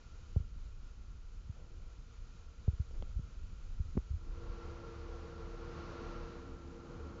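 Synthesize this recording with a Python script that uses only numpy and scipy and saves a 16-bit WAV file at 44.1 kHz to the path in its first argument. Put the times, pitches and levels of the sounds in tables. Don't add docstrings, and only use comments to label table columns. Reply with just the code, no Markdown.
import sys
import numpy as np
from scipy import signal
from scipy.fft import rfft, irfft
from scipy.io import wavfile
from scipy.ndimage import map_coordinates

SR = 44100
rng = np.random.default_rng(int(sys.argv[2]) if len(sys.argv) > 2 else 0)


def persist_wave(psi):
    counts = np.round(np.clip(psi, -1, 1) * 32767).astype(np.int16)
    wavfile.write(sys.argv[1], SR, np.atleast_2d(counts).T)


N = 317520
TIME = np.arange(N) / SR
BIN_HZ = np.maximum(np.arange(N // 2 + 1) * SR / N, 1)


# (frequency [Hz], relative level [dB])
RUSH_COLOUR = [(90, -6.5), (170, -4.5), (300, -6.5), (500, -6.5), (680, -12), (1250, -9), (1750, -19),
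               (2850, -22.5), (3300, -26.5), (4300, -24.5), (5700, -30.5), (6200, -30.5), (7400, -48.5)]

def suction(valve, carried, draught_db, rush_db=-60.5, flutter_db=0.24, dulling_db=4):
    jet = noise(colour(RUSH_COLOUR), band=(550, 2500))
    eddies = noise(colour(RUSH_COLOUR), band=(550, 2500))
    air = jet + suction_head(eddies, draught_db)
    bass = signal.sosfiltfilt(signal.butter(2, 400, fs=SR, output="sos"), air)
    treble = signal.sosfiltfilt(signal.butter(2, 1900, "high", fs=SR, output="sos"), air)
    tilt_db = dulling_db * carried
    rush = air + bass * (undb(tilt_db) - 1) + treble * (undb(-tilt_db) - 1)
    return valve * rush * undb(rush_db + draught_db + flutter_db * walk(22))


# (time [s], length [s], boost [dB])
DRAUGHT_SURGES = [(5.55, 1.0, 5), (6.74, 0.78, 3.5)]

def airflow(carried_drop_db=3.5):
    valve = ramp(start=4.137, length=0.39)
    carried = ramp(start=6.2, length=0.46)
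    draught_db = swells(DRAUGHT_SURGES, attack=0.24, release=0.422) - carried_drop_db * carried
    return valve, carried, draught_db


# (frequency [Hz], width [Hz], relative level [dB])
HEAD_MODES = [(440, 8, 10), (463, 11, 15.5), (485, 12, 10), (535, 28, 2), (1105, 8, 6.5), (1355, 16, 13.5),
              (1394, 48, 8)]
# (time [s], length [s], boost [dB])
SEATED_SWELLS = [(4.15, 1.6, 2.5), (5.1, 0.39, 5.5)]

def suction_head(eddies, draught_db, level_db=-2.0, follow=0.1, rise_per_db=0.0006, wander=0.0012):
    ringing = irfft(rfft(eddies) * np.sqrt(peaks(HEAD_MODES)), N)
    whistle = bend(ringing, rise_per_db * draught_db + wander * walk(1.993))
    drone = signal.sosfiltfilt(signal.butter(4, 800, fs=SR, output="sos"), whistle)
    whine = whistle - drone
    seated_db = swells(SEATED_SWELLS, attack=0.3, release=0.17)
    return undb(level_db + follow * draught_db) * (drone * undb(seated_db) + whine * undb(seated_db / 4))


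# (frequency [Hz], width [Hz], relative level [dB])
HOSE_MODES = [(34.8, 6.7, 2.5), (77.3, 8.1, 0), (107, 11, -4), (161.7, 35, -10), (224, 30, -17.5)]

def hose(valve, draught_db, level_db=-52, follow=0.79):
    column = noise(np.sqrt(peaks(HOSE_MODES)))
    return valve * column * undb(level_db + follow * draught_db)


def hose_throb(valve, carried, draught_db, hz=35.63, follow=0.35):
    lowest = tone(hz, db=-55 - 7.5 * carried, drift=0.014, waver_db=6.5)
    octave = tone(2 * hz, db=-56.5, drift=0.01324, waver_db=-2.0)
    return valve * (lowest + octave) * undb(follow * draught_db)


def pump(valve, draught_db, hz=340.8, sealed_db=-84, open_db=-58.4, follow=0.7):
    gain = undb(sealed_db) + valve ** 1.1 * undb(open_db + follow * draught_db)
    return gain * tone(hz, db=0, drift=0.002, waver_db=0.5)


# (frequency [Hz], relative level [dB])
LEAK_COLOUR = [(200, -10.5), (380, -9.5), (520, -10.5), (700, -15), (1250, -12.5), (1750, -18.5),
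               (3500, -20), (4100, -18.5), (5500, -21), (6800, -19), (7400, -24.5)]
# (frequency [Hz], width [Hz], level over the leak [dB])
GAP_WHISTLES = [(1377, 140, 6), (2457, 220, 2), (3020, 340, -0.5)]
# (time [s], level [dB])
LEAK_LOUDNESS = [(0, -71), (1.2, -73.5), (2.4, -71.5), (4.2, -72)]

def leak(cavity_db=-7, waver_db=0.65):
    resonance = np.sqrt(1 + undb(cavity_db) ** 2 * peaks(HEAD_MODES) + peaks(GAP_WHISTLES))
    hiss = noise(colour(LEAK_COLOUR) * resonance, band=(1600, 7000))
    return hiss * undb(curve(LEAK_LOUDNESS) + waver_db * walk(7.6))


# (time [s], level [dB], pitch [Hz], contact [ms])
CASE_KNOCKS = [(0.3622, -19.5, 76.7, 0.31), (0.4, -32.5, 74.4, 0.45), (1.494, -34, 92, 0.81),
               (2.679, -19, 77, 0.33), (2.73, -33, 59, 0.68), (2.797, -25, 75.6, 0.7), (2.956, -40, 34, 2),
               (2.995, -42.5, 62, 1.4), (3.026, -39, 52.3, 1.2), (3.088, -42, 70, 1.2),
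               (3.16, -27.5, 48, 0.9), (3.192, -32, 99, 0.41), (3.798, -25.5, 64.5, 0.62),
               (3.952, -36, 133, 0.38), (3.9695, -24, 193, 0.31), (3.9722, -26, 62, 1.3),
               (3.9759, -25.5, 342, 0.16), (4.105, -28.5, 68, 1.8), (4.134, -29.5, 70, 1.8),
               (4.157, -35, 70, 2)]
# (frequency [Hz], width [Hz], relative level [dB])
CASE_MODES = [(429, 79, 5), (550, 410, 1.5), (800, 350, -10.5), (1090, 140, -7), (2500, 1200, 3)]

def knocks(push_cycles=0.32, click_at_1ms_db=-39.5, db_per_halving=13):
    out = np.zeros(N)
    lead = SR // 10
    t = np.arange(-lead, lead + 1) / SR
    for start, thump_db, hz, contact_ms in CASE_KNOCKS:
        contact = np.exp(-(t * 1000 / contact_ms) ** 2 / 2)
        push = -np.sin(np.pi * np.clip(t * hz / push_cycles, 0, 1))
        blurred = signal.fftconvolve(push, contact, "same")
        thump = ring(ring(blurred, hz, width=hz), hz, width=hz)
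        click_db = thump_db + click_at_1ms_db - db_per_halving * np.log2(contact_ms)
        click = sum(undb(db) * ring(-contact, mode_hz, width) for mode_hz, width, db in CASE_MODES)
        i = int(start * SR) - lead
        out[i:i + len(t)] += at_peak(thump, thump_db) + at_peak(click, click_db)
    return out


# (frequency [Hz], relative level [dB])
GRIP_COLOUR = [(8.8, -32.5), (22, 3.5), (40, -3), (81, -10.5), (118, -27), (151, -30), (251, -39.5),
               (400, -48), (880, -100)]
# (frequency [Hz], relative level [dB])
FINGER_COLOUR = [(60, -1.5), (90, -0.5), (130, -10.5), (180, -13.5), (260, -19.5), (400, -33.5), (700, -69)]
# (time [s], length [s], boost [dB])
GRIP_SWELLS = [(0.36, 0.45, 9), (2.85, 1.98, 4), (4.5, 0.49, 9)]

def handling(level_db=-48.5, rest_drop_db=9, fingers_db=-11):
    grip_db = level_db - rest_drop_db * ramp(start=4.5, length=0.16)
    shift_db = swells(GRIP_SWELLS, attack=0.081, release=0.54)
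    rumble = noise(colour(GRIP_COLOUR)) * undb(grip_db + shift_db + 0.5 * walk(3.7))
    flutter = noise(colour(FINGER_COLOUR)) * undb(grip_db + fingers_db + 0.64 * shift_db + 3 * walk(14))
    return rumble + flutter


# (time [s], peak level [dB], contact [ms])
HOLLOW_CLACKS = [(2.9103, -46.5, 0.17), (3.0245, -35, 0.092)]
# (frequency [Hz], width [Hz], relative level [dB])
HOLLOW_MODES = [(190, 110, 12.5), (503, 115, 8), (780, 140, -5), (1150, 80, -6), (2140, 160, -1),
                (3300, 470, 10.5), (4300, 250, 7)]

def clacks():
    out = np.zeros(N)
    for start, peak_db, contact_ms in HOLLOW_CLACKS:
        age = np.maximum(TIME - start, 0) * 1000 / contact_ms
        contact = age ** 2 * np.exp(-np.minimum(age, 60)) + 1e-18
        ringing = sum(undb(db) * ring(contact, hz, width) for hz, width, db in HOLLOW_MODES)
        out += at_peak(ringing, peak_db)
    return out


# (time [s], length [s], level [dB], centre [Hz])
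SKIN_RUBS = [(1.535, 0.16, -66, 464), (1.675, 0.13, -66, 316), (1.79, 0.19, -72, 400),
             (2.922, 0.062, -60, 310), (2.964, 0.088, -63.5, 298), (3.028, 0.096, -69, 367)]

def rubs(relative_width=0.85):
    out = np.zeros(N)
    friction = rng.standard_normal(N)
    for start, length, db, hz in SKIN_RUBS:
        width = relative_width * hz
        rub = ring(ring(friction, hz, width), hz, width)
        out += rub / np.std(rub) * undb(db) * np.sin(np.pi * ramp(start, length))
    return out


def murmur(hz=264, width_hz=16, level_db=-61.5):
    hum = noise(np.sqrt(peaks([(hz, width_hz, 0)])))
    return hum * undb(level_db) * ramp(start=5.27, length=1.2)


def undb(db):
    return 10 ** (np.asarray(db) / 20)


def at_peak(x, db):
    return undb(db) * x / abs(x).max()


def curve(rows):
    return np.interp(TIME, *np.transpose(rows))


def ramp(start, length):
    return np.clip((TIME - start) / length, 0, 1)


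def swells(rows, attack, release):
    return sum(db * np.minimum(ramp(start, attack), 1 - ramp(start + length - release, release))
               for start, length, db in rows)


def colour(points):
    hz, db = np.transpose(points)
    bass_cut = np.minimum(BIN_HZ / hz[0], 1) ** 2
    return undb(np.interp(np.log(BIN_HZ), np.log(hz), db)) * bass_cut


def peaks(modes):
    return sum(undb(db) ** 2 / (1 + 2 * ((BIN_HZ - hz) / width) ** 2) ** 2 for hz, width, db in modes)


def noise(gain, band=(0, SR)):
    spectrum = rfft(rng.standard_normal(N)) * gain
    inside = (BIN_HZ > band[0]) & (BIN_HZ < band[1])
    return irfft(spectrum, N) / np.std(irfft(spectrum * inside, N))


def walk(rate_hz):
    return noise(1 / (1 + (BIN_HZ / rate_hz) ** 4))


def tone(hz, db, drift, waver_db):
    phase = 2 * np.pi * np.cumsum(hz * (1 + drift * walk(2.36))) / SR
    return np.sqrt(2) * np.sin(phase) * undb(db + waver_db * walk(4.5))


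def ring(x, hz, width):
    return signal.lfilter(*signal.iirpeak(hz, hz / width, fs=SR), x)


def bend(x, shift):
    return map_coordinates(x, [np.cumsum(1 + shift)], order=1, mode="mirror")


def scene():
    valve, carried, draught_db = airflow()
    air = leak() + suction(valve, carried, draught_db) + hose(valve, draught_db)
    hums = pump(valve, draught_db) + hose_throb(valve, carried, draught_db) + murmur()
    camera = handling() + rubs() + knocks() + clacks()
    return (air + hums + camera)[None]


def record(dry):
    dry = signal.sosfilt(signal.butter(2, 16, "high", fs=SR, output="sos"), dry)
    return signal.sosfilt(signal.cheby2(16, 70, 8300, fs=SR, output="sos"), dry)


dry = scene()
out = record(dry)
persist_wave(out)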